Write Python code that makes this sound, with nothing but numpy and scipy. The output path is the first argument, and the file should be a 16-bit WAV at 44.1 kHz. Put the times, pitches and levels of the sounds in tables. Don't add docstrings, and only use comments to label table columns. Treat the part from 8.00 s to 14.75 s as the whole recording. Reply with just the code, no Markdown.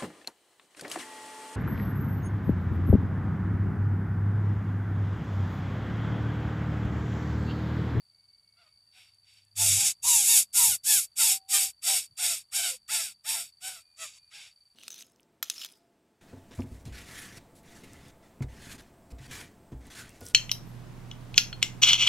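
import sys
import numpy as np
from scipy import signal
from scipy.fft import rfft, irfft
from scipy.io import wavfile
from scipy.ndimage import uniform_filter1d

SR = 44100
rng = np.random.default_rng(int(sys.argv[2]) if len(sys.argv) > 2 else 0)


def how_loud(loudness_db):
    steps = np.asarray(loudness_db, float) / 20
    return 10 ** steps


def waveform_to_disk(signal):
    frames = np.transpose(np.atleast_2d(signal))
    scaled = np.clip(frames, -1, 1) * 32767
    samples = np.round(scaled).astype(np.int16)
    wavfile.write(sys.argv[1], SR, samples)


N = 297675

# start_s, lets_go_after_s, shuts_after_s, hiss_db, sag_db_per_s while held
PUSHES = [(0.549, 0.13, 0.17, -82, 10), (0.909, 0.18, 0.29, -67, 81), (1.225, .17, 0.47, -70, 18),
          (1.553, 0.17, 0.29, -23, 22.5), (1.698, 0.18, 0.22, -26, -27), (2.02, 0.28, 0.87, -22.5, 29),
          (2.25, 0.15, 0.18, -21, 40), (2.526, .21, 0.23, -20.5, 47), (2.833, 0.16, .22, -23, 24),
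          (3.155, 0.17, 0.22, -22.5, 29.5), (3.48, 0.15, 0.2274, -24, 29.5),
          (3.816, 0.16, 0.246, -26, 37.5), (4.165, 0.18, 0.255, -28, 45.5), (4.51, 0.19, 0.257, -27.5, 42),
          (4.875, 0.22, 0.248, -28, 110), (5.235, 0.19, 0.264, -32.5, 63.5), (5.6, 0.19, 0.219, -38.5, 145),
          (5.958, .1, 0.17, -45.5, 116), (6.071, 0.11, 0.11, -62.5, 44), (6.298, 0.18, 0.229, -54.5, 87)]
# peak_after_s, top_pitch_hz, then fundamental_db, second_db, upper_partials_db re hiss
VOICES = [(0.0389, 700, 6, 18, 13), (0.04766, 755, -12.5, -2.5, -1), (.1, 790, -30, -13, 5),
          (0.0488, 890, -22.5, -34, -19.5), (.14, 820, -25.5, -46, -21), (0.0415, 975, -16.5, -30, -15.5),
          (.06, 935, -23, -27.5, -17), (.08, 950, -17, -25.5, -13.5), (0.062, 870, -26.5, -19, -15.5),
          (0.088, 915, -19, -30, -14.5), (.07, 795, -23, -20.5, -10), (.1, 780, -18, -20, -13),
          (0.044, 875, -24, -18.5, -12.5), (0.039, 795, -22, -14, -9.5), (0.07, 885, -19, -14, -13),
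          (0.06, 900, -14, -13.5, -15), (0.05, 765, -14, -8, -10), (0.046, 672, -8, -3, -2.5),
          (0.023, 640, -30, -9, -20), (0.043, 828, -12, -2, -1.5)]


def band_pass(x, hz, width):
    band = signal.butter(2, [hz - width / 2, hz + width / 2], "band", fs=SR, output="sos")
    return signal.sosfilt(band, x)


def shape(x, gain):
    f = np.arange(N // 2 + 1) * SR / N + 1
    y = irfft(rfft(x) * gain(f), N)
    return y / np.std(y)


def lean(x, hz, below_db, above_db):
    below = signal.sosfiltfilt(signal.butter(4, hz, fs=SR, output="sos"), x)
    return how_loud(below_db) * below + how_loud(above_db) * (x - below)


def walk(rate):
    k = int(SR / rate)
    steps = np.repeat(rng.standard_normal(N // k + 1), k)
    y = uniform_filter1d(uniform_filter1d(steps, k), k)[:N]
    return y / np.std(y)


def ease(x):
    return uniform_filter1d(x, 700)


def curve(table, column):
    rows = np.array(table, float)
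    return np.interp(np.arange(N) / SR, rows[:, 0], rows[:, column])


def air():
    # pitch_hz, level_db_per_hz
    spectrum = [(20, -35.5), (40, -19.5), (70, -9.5), (130, -18), (350, -27.5), (800, -22.5), (1600, -25.5),
                (4000, -26.5), (6500, -29.5), (8000, -26.5), (9000, -21), (10400, -20), (12000, -32),
                (15500, -37)]
    hz, db = np.transpose(spectrum)
    hiss = shape(rng.standard_normal(N), lambda f: how_loud(np.interp(np.log(f), np.log(hz), db)))
    return how_loud(-76.5 + .8 * walk(2.3)) * hiss


def wind():
    # centre_s, level_db, half_length_s
    gusts = [
        (1.75, -66, 0.11),
        (2.145, -78.5, 0.14),
        (2.68, -68, 0.063),
        (2.937, -84, 0.1),
        (4.119, -73, 0.026),
    ]
    t = np.arange(N) / SR
    rumble = shape(rng.standard_normal(N), lambda f: 1 / (1 + (60 / f) ** 4) / (1 + (f / 150) ** 4))
    level = how_loud(-84.5)
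    for at, db, half in gusts:
        level = level + how_loud(db) * np.exp(-((t - at) / half) ** 2)
    return level * rumble


def motor_hum():
    # time_s, level_db before the gate
    hum = [
        (0, -86),
        (.8, -84.5),
        (1.5, -74),
        (1.6, -57),
        (1.78, -51.5),
        (1.83, -95.5),
        (6.75, -99),
    ]
    turn = 2 * np.pi * np.cumsum(100.5 + walk(20)) / SR
    octave = how_loud(-24.5 + 3.94 * walk(24)) * np.sin(2 * turn)
    return how_loud(curve(hum, column=1) + 2) * (np.sin(turn) + octave)


def chirps(count, rate, hz, fall_hz, wide_s):
    # offset_s, level_db
    pulses = [
        (-.014, -22.5),
        (0, 5.5),
        (0.013, 5),
    ]
    out, t = 0, np.arange(N) / SR
    for at, db in pulses:
        since = ((count - at * rate + .5) % 1 - .5) / rate
        sweep = 2 * np.pi * (hz * t - fall_hz * since ** 2 / (2 * wide_s))
        out = out + how_loud(db) * np.exp(-(since / wide_s) ** 2) * np.sin(sweep)
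    return out * how_loud(2 * walk(30) + 0.5 * walk(1.5))


def crickets():
    # time_s, chirps_so_far
    near_count = [
        (-.0415, -1),
        (.76, 16),
        (5.148, 109),
        (6.796, 144),
    ]
    # time_s, level_db
    far_level = [
        (0, -63),
        (1.4, -65),
        (3, -65),
        (4.5, -68),
        (6.75, -66),
    ]
    near = how_loud(-63) * chirps(curve(near_count, column=1) - .04, 21.2, 4560, 100, .0036)
    far_count = 20.4 * np.arange(N) / SR + .05 * walk(1.5)
    far = how_loud(curve(far_level, column=1) - 1.5) * chirps(far_count + .1, 20.4, 4640, 80, .005)
    both = near + far
    leaves = rng.standard_normal(2600) * np.exp(-np.arange(2600) / 600) * how_loud(-30.5)
    return both + signal.fftconvolve(both, leaves)[:N]


def far_notes():
    # start_s, end_s, pitch_hz, level_db
    notes_heard = [
        (0.102, 0.81, 2230, -82),
        (3.278, 3.707, 774, -65),
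        (2.202, 2.604, 197.3, -80.5),
        (4.75, 5.499, 202.2, -84.5),
        (5.747, 6.347, 2430, -78.5),
        (6.567, 6.802, 2374, -86),
    ]
    out, t = 0, np.arange(N) / SR
    for start, end, hz, db in notes_heard:
        edge = np.clip(np.minimum(t - start, end - t) / 0.023, 0, 1)
        tone = np.sin(2 * np.pi * np.cumsum(hz + 6 * walk(46)) / SR)
        out = out + edge * how_loud(db + 2 * walk(22)) * tone
    return out


def breathing():
    attack_s, attack_power, tail_db_s, shut_db_s = 0.081, 1.68, 297.5, 991
    s, power = np.arange(SR // 2) / SR, np.full(N + SR, how_loud(-200))
    swell = np.sin(np.pi / 2 * np.clip(s / attack_s, 0, 1)) ** (2 * attack_power)
    for start, hold, shut, db, sag in PUSHES:
        fall_db = sag * np.clip(s - attack_s, 0, max(hold - attack_s, 0))
        fall_db += tail_db_s * np.clip(s - hold, 0, None)
        fall_db += shut_db_s * np.clip(s - shut, 0, 1)
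        power[int(start * SR):][:len(s)] += swell * how_loud(2 * (db - fall_db))
    return 10 * np.log10(uniform_filter1d(power[:N], 300))


def pitch(push):
    rest_hz, least_fall_hz = 690, 96
    start, hold = np.array(PUSHES)[:, :2].T
    hold = np.minimum(hold, np.diff(start, append=99))[push]
    peak_s, top_hz = np.array(VOICES)[push, :2].T
    s = np.arange(N) / SR - start[push]
    rise = .24 * top_hz * np.clip(1 - s / peak_s, 0, 1) ** 2
    slack = np.clip((s - peak_s) / (hold - peak_s), 0, 1) ** 2.1
    fall = np.maximum(top_hz - rest_hz, least_fall_hz) * slack
    return top_hz - rise - fall, rise, fall, np.clip(s - hold, 0, 1)


def partials(phase, rough, levels_db):
    db1, db2, db_upper = levels_db
    beat = 1 + 1.1 * rough * np.sin(2 * np.pi * np.cumsum(165 + 30 * walk(14)) / SR)
    flutter = beat * how_loud(rough * (4 * walk(70) + 7 * walk(25) - 4))
    voice = how_loud(db1 + 2.5 * walk(22)) * np.sin(phase)
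    voice += how_loud(db2 - 9 * rough) * np.sin(2 * phase)
    upper = np.sin(3 * phase) + 1.5 * np.sin(4 * phase) + np.sin(5 * phase) + .8 * np.sin(6 * phase)
    voice += how_loud(db_upper - 14 * rough) * upper
    return flutter * voice


def low_side():
    # start_s, length_s, start_hz, fundamental_db, overtones_db
    sagging = [(.86, .05, 930, -110, -87), (1.454, 0.052, 890, -110, -83), (1.579, 0.14, 738, -51, -58),
               (2.544, 0.1, 714, -87, -49.5), (2.687, 0.08, 760, -57, -54),
               (3.183, 0.053, 699.8, -59.5, -43.5), (3.526, 0.064, 624, -78, -48),
               (3.841, 0.088, 690, -54, -51), (4.181, 0.18, 755, -52.5, -52.5),
               (4.555, 0.12, 727, -50.5, -61), (4.702, 0.055, 530, -52.5, -74),
               (4.928, 0.1, 716, -56.5, -52.5), (5.301, .13, 733, -62, -59)]
    # start_s, fundamental_db, overtones_db
    scooping = [
        (1.563, -69, -60),
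        (3.825, -73, -59),
        (4.178, -65, -53),
        (4.521, -75, -50),
        (4.886, -72, -50),
        (5.245, -66, -60),
        (6.312, -85, -69),
    ]
    out, t, waver = 0, np.arange(N) / SR, 1 + .02 * walk(250)
    sags = [(at, long, hz, hz - 633 * long, db1, db) for at, long, hz, db1, db in sagging]
    scoops = [(at, .046, 585, 860, db1, db) for at, db1, db in scooping]
    for start, long, hz0, hz1, db1, over_db in sags + scoops:
        u = np.clip((t - start) / long, 0, 1)
        phase = 2 * np.pi * np.cumsum((hz0 + (hz1 - hz0) * u ** 0.98) * waver) / SR
        over = np.sin(2 * phase) + np.sin(3 * phase) + 0.62 * np.sin(4 * phase)
        swell = np.sqrt(np.abs(np.sin(np.pi * u))) * (u < 1)
        out = out + swell * (how_loud(db1) * np.sin(phase) + how_loud(over_db) * over)
    return np.sqrt(2) * how_loud(3 * walk(70)) * out


def throat(f):
    # pitch_hz, width_hz, level_db
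    resonances = [(1300, 220, -28), (1550, 190, -23.5), (2230, 93, -9.5), (2605, 740, -9.5),
                  (3400, 1000, -14.5), (3702, 770, -7.5), (4675, 220, -2), (5240, 750, -9),
                  (5474, 340, -0.5), (6206, 440, -5.5), (6805, 380, -0.5), (7293, 364, 0.5),
                  (7720, 120, 0.5), (7846, 350, 0.5), (8300, 450, -1.5), (8580, 230, -5), (8854, 160, 4.5),
                  (9180, 540, -3), (10100, 450, 0), (10690, 620, -1.5), (10600, 750, -4.5),
                  (12000, 350, -4), (12440, 190, -4), (13000, 280, -35), (12090, 2400, -5.5),
                  (13270, 600, -41.5), (14700, 1000, -34), (15420, 250, -14.5)]
    return np.sqrt(sum(how_loud(2 * db) / (1 + (2 * (f - hz) / w) ** 2) ** 2 for hz, w, db in resonances))


def breath_hiss(phase, push, muffle_db, low_db):
    stretch = [-1, -5, .3, 2, 4.5, 7, 2.5, 0, 0.7, -2.8, -3.5, -3.5, -3, -3, -3.5, -6.5, -2.5, 7, 12.5, 6.5]
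    stretch_db = ease(np.array(stretch)[push])
    ripple = (1.6 + 0.14 * np.cos(phase / 2) ** 4) * how_loud(0.5 * walk(900) + 1.2 * walk(40))
    breath = ripple * rng.standard_normal(N)
    low = shape(breath, lambda f: throat(f) / (1 + (f / 5900) ** 40))
    low = lean(low, 3700, 0, -0.51 * (muffle_db - 2.5))
    mid = shape(breath, lambda f: throat(f) / (1 + (5900 / f) ** 40) / (1 + (f / 9650) ** 30))
    mid = lean(mid, 7500, 0.73 * stretch_db, -.4 * stretch_db)
    top = shape(breath, lambda f: throat(f) / (1 + (9650 / f) ** 30))
    top = lean(top, 11500, .4 * stretch_db, -.9 * stretch_db)
    top = lean(top, 13540, 0, -1.0 - .8 * muffle_db)
    top_db = np.maximum(-1.5 - muffle_db, -6.5)
    chest = shape(breath, lambda f: 1 / (1 + (600 / f) ** 6) / (1 + (f / 1000) ** 12)
                  + how_loud(-26.5) / (1 + (f / 700) ** 4))
    return mid + how_loud(top_db) * top + how_loud(low_db + 5.5) * (low + how_loud(-39.5) * chest)


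def nestling():
    roughness = [(.3, .6), (.5, .55), (.7, .7), (.25, .35), (.35, .33), (.55, .16), (.16, .16), (.4, .36),
                 (.25, .25), (.4, .22), (.5, .6), (.5, .5), (.5, .5), (.5, .5), (.5, .45), (.15, .55),
                 (.15, .45), (.4, .5), (.7, .7), (.2, .55)]
    muffle = [24, 24.4, 21.4, 2.3, 4, .2, 0.11, .2, .2, 3.1, 3.9, 6.2, 7.1, 6.1, 8.3, 8.5, 8.4, 8.8, 17,
              22.2]
    rows, hiss_db = np.array(PUSHES), breathing()
    push = np.maximum(np.searchsorted(rows[:, 0], np.arange(N) / SR) - 1, 0)
    on = 1. * (hiss_db > -98)
    hz, rise_hz, fall_hz, rested_s = pitch(push)

    scoop_loss_db, slack_loss_db = (11.5, 4, 3.5), (4, 0.5, 1.5)
    levels_db = []
    for k in range(3):
        loss_db = (scoop_loss_db[k] * rise_hz + slack_loss_db[k] * fall_hz) / 100
        loss_db = loss_db + 358.5 * rested_s
        levels_db.append(hiss_db + ease(np.array(VOICES)[push, 2 + k] - loss_db))

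    marks = []
    for call, (onset, body) in zip(PUSHES, roughness):
        marks += [(call[0] + .045, onset), (call[0] + .095, body), (call[0] + .14, body)]
    rough = curve(marks, column=1)
    jitter = rough * (.06 * walk(300) + .02 * walk(50))
    phase = 2 * np.pi * np.cumsum(ease(hz) * (1 + jitter)) / SR
    voice = np.sqrt(2) * on * partials(phase, rough, levels_db) + low_side()
    small = signal.butter(6, 520, "high", fs=SR, output="sos")
    voice = signal.sosfilt(small, voice)

    muffle_db = ease(np.array(muffle)[push])
    low_db = -15 + muffle_db + 0.074 * (ease(rows[push, 3]) - hiss_db)
    hiss = how_loud(hiss_db) * breath_hiss(phase, push, muffle_db, low_db)
    effort_db = np.maximum(hiss_db, hiss_db + low_db - 6.5)
    return voice + on * hiss, np.where(on > 0, effort_db, -99)


def straw_ticks():
    # time_s, peak_db, pitch_hz
    ticks = [
        (1.1454, -43, 8700),
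        (1.3384, -41, 8460),
        (1.45, -44, 8840),
    ]
    out, t = 0, np.arange(N) / SR
    for at, db, hz in ticks:
        snap = (t > at) * np.exp(-np.abs(t - at) / 0.0014) * rng.standard_normal(N)
        out = out + how_loud(db - 7) * band_pass(snap, hz, 3500)
    return out


def scene():
    behind = air() + wind() + motor_hum() + crickets() + far_notes() + straw_ticks()
    bird, effort_db = nestling()
    opens_db, slope, range_db = -67.5, 0.37, 29.5
    gate_db = ease(np.clip(slope * (effort_db - opens_db), 0, range_db))
    mono = bird + how_loud(gate_db) * behind
    return np.array([mono, mono])


def top_cut(x):
    return signal.sosfilt(signal.butter(12, 15710, fs=SR, output="sos"), x)


def record(dry):
    cut = signal.ellip(10, .2, 80, 15560, fs=SR, output="sos")
    mix = signal.sosfilt(cut, dry)
    return top_cut(mix)


dry = scene()
out = record(dry)
waveform_to_disk(out)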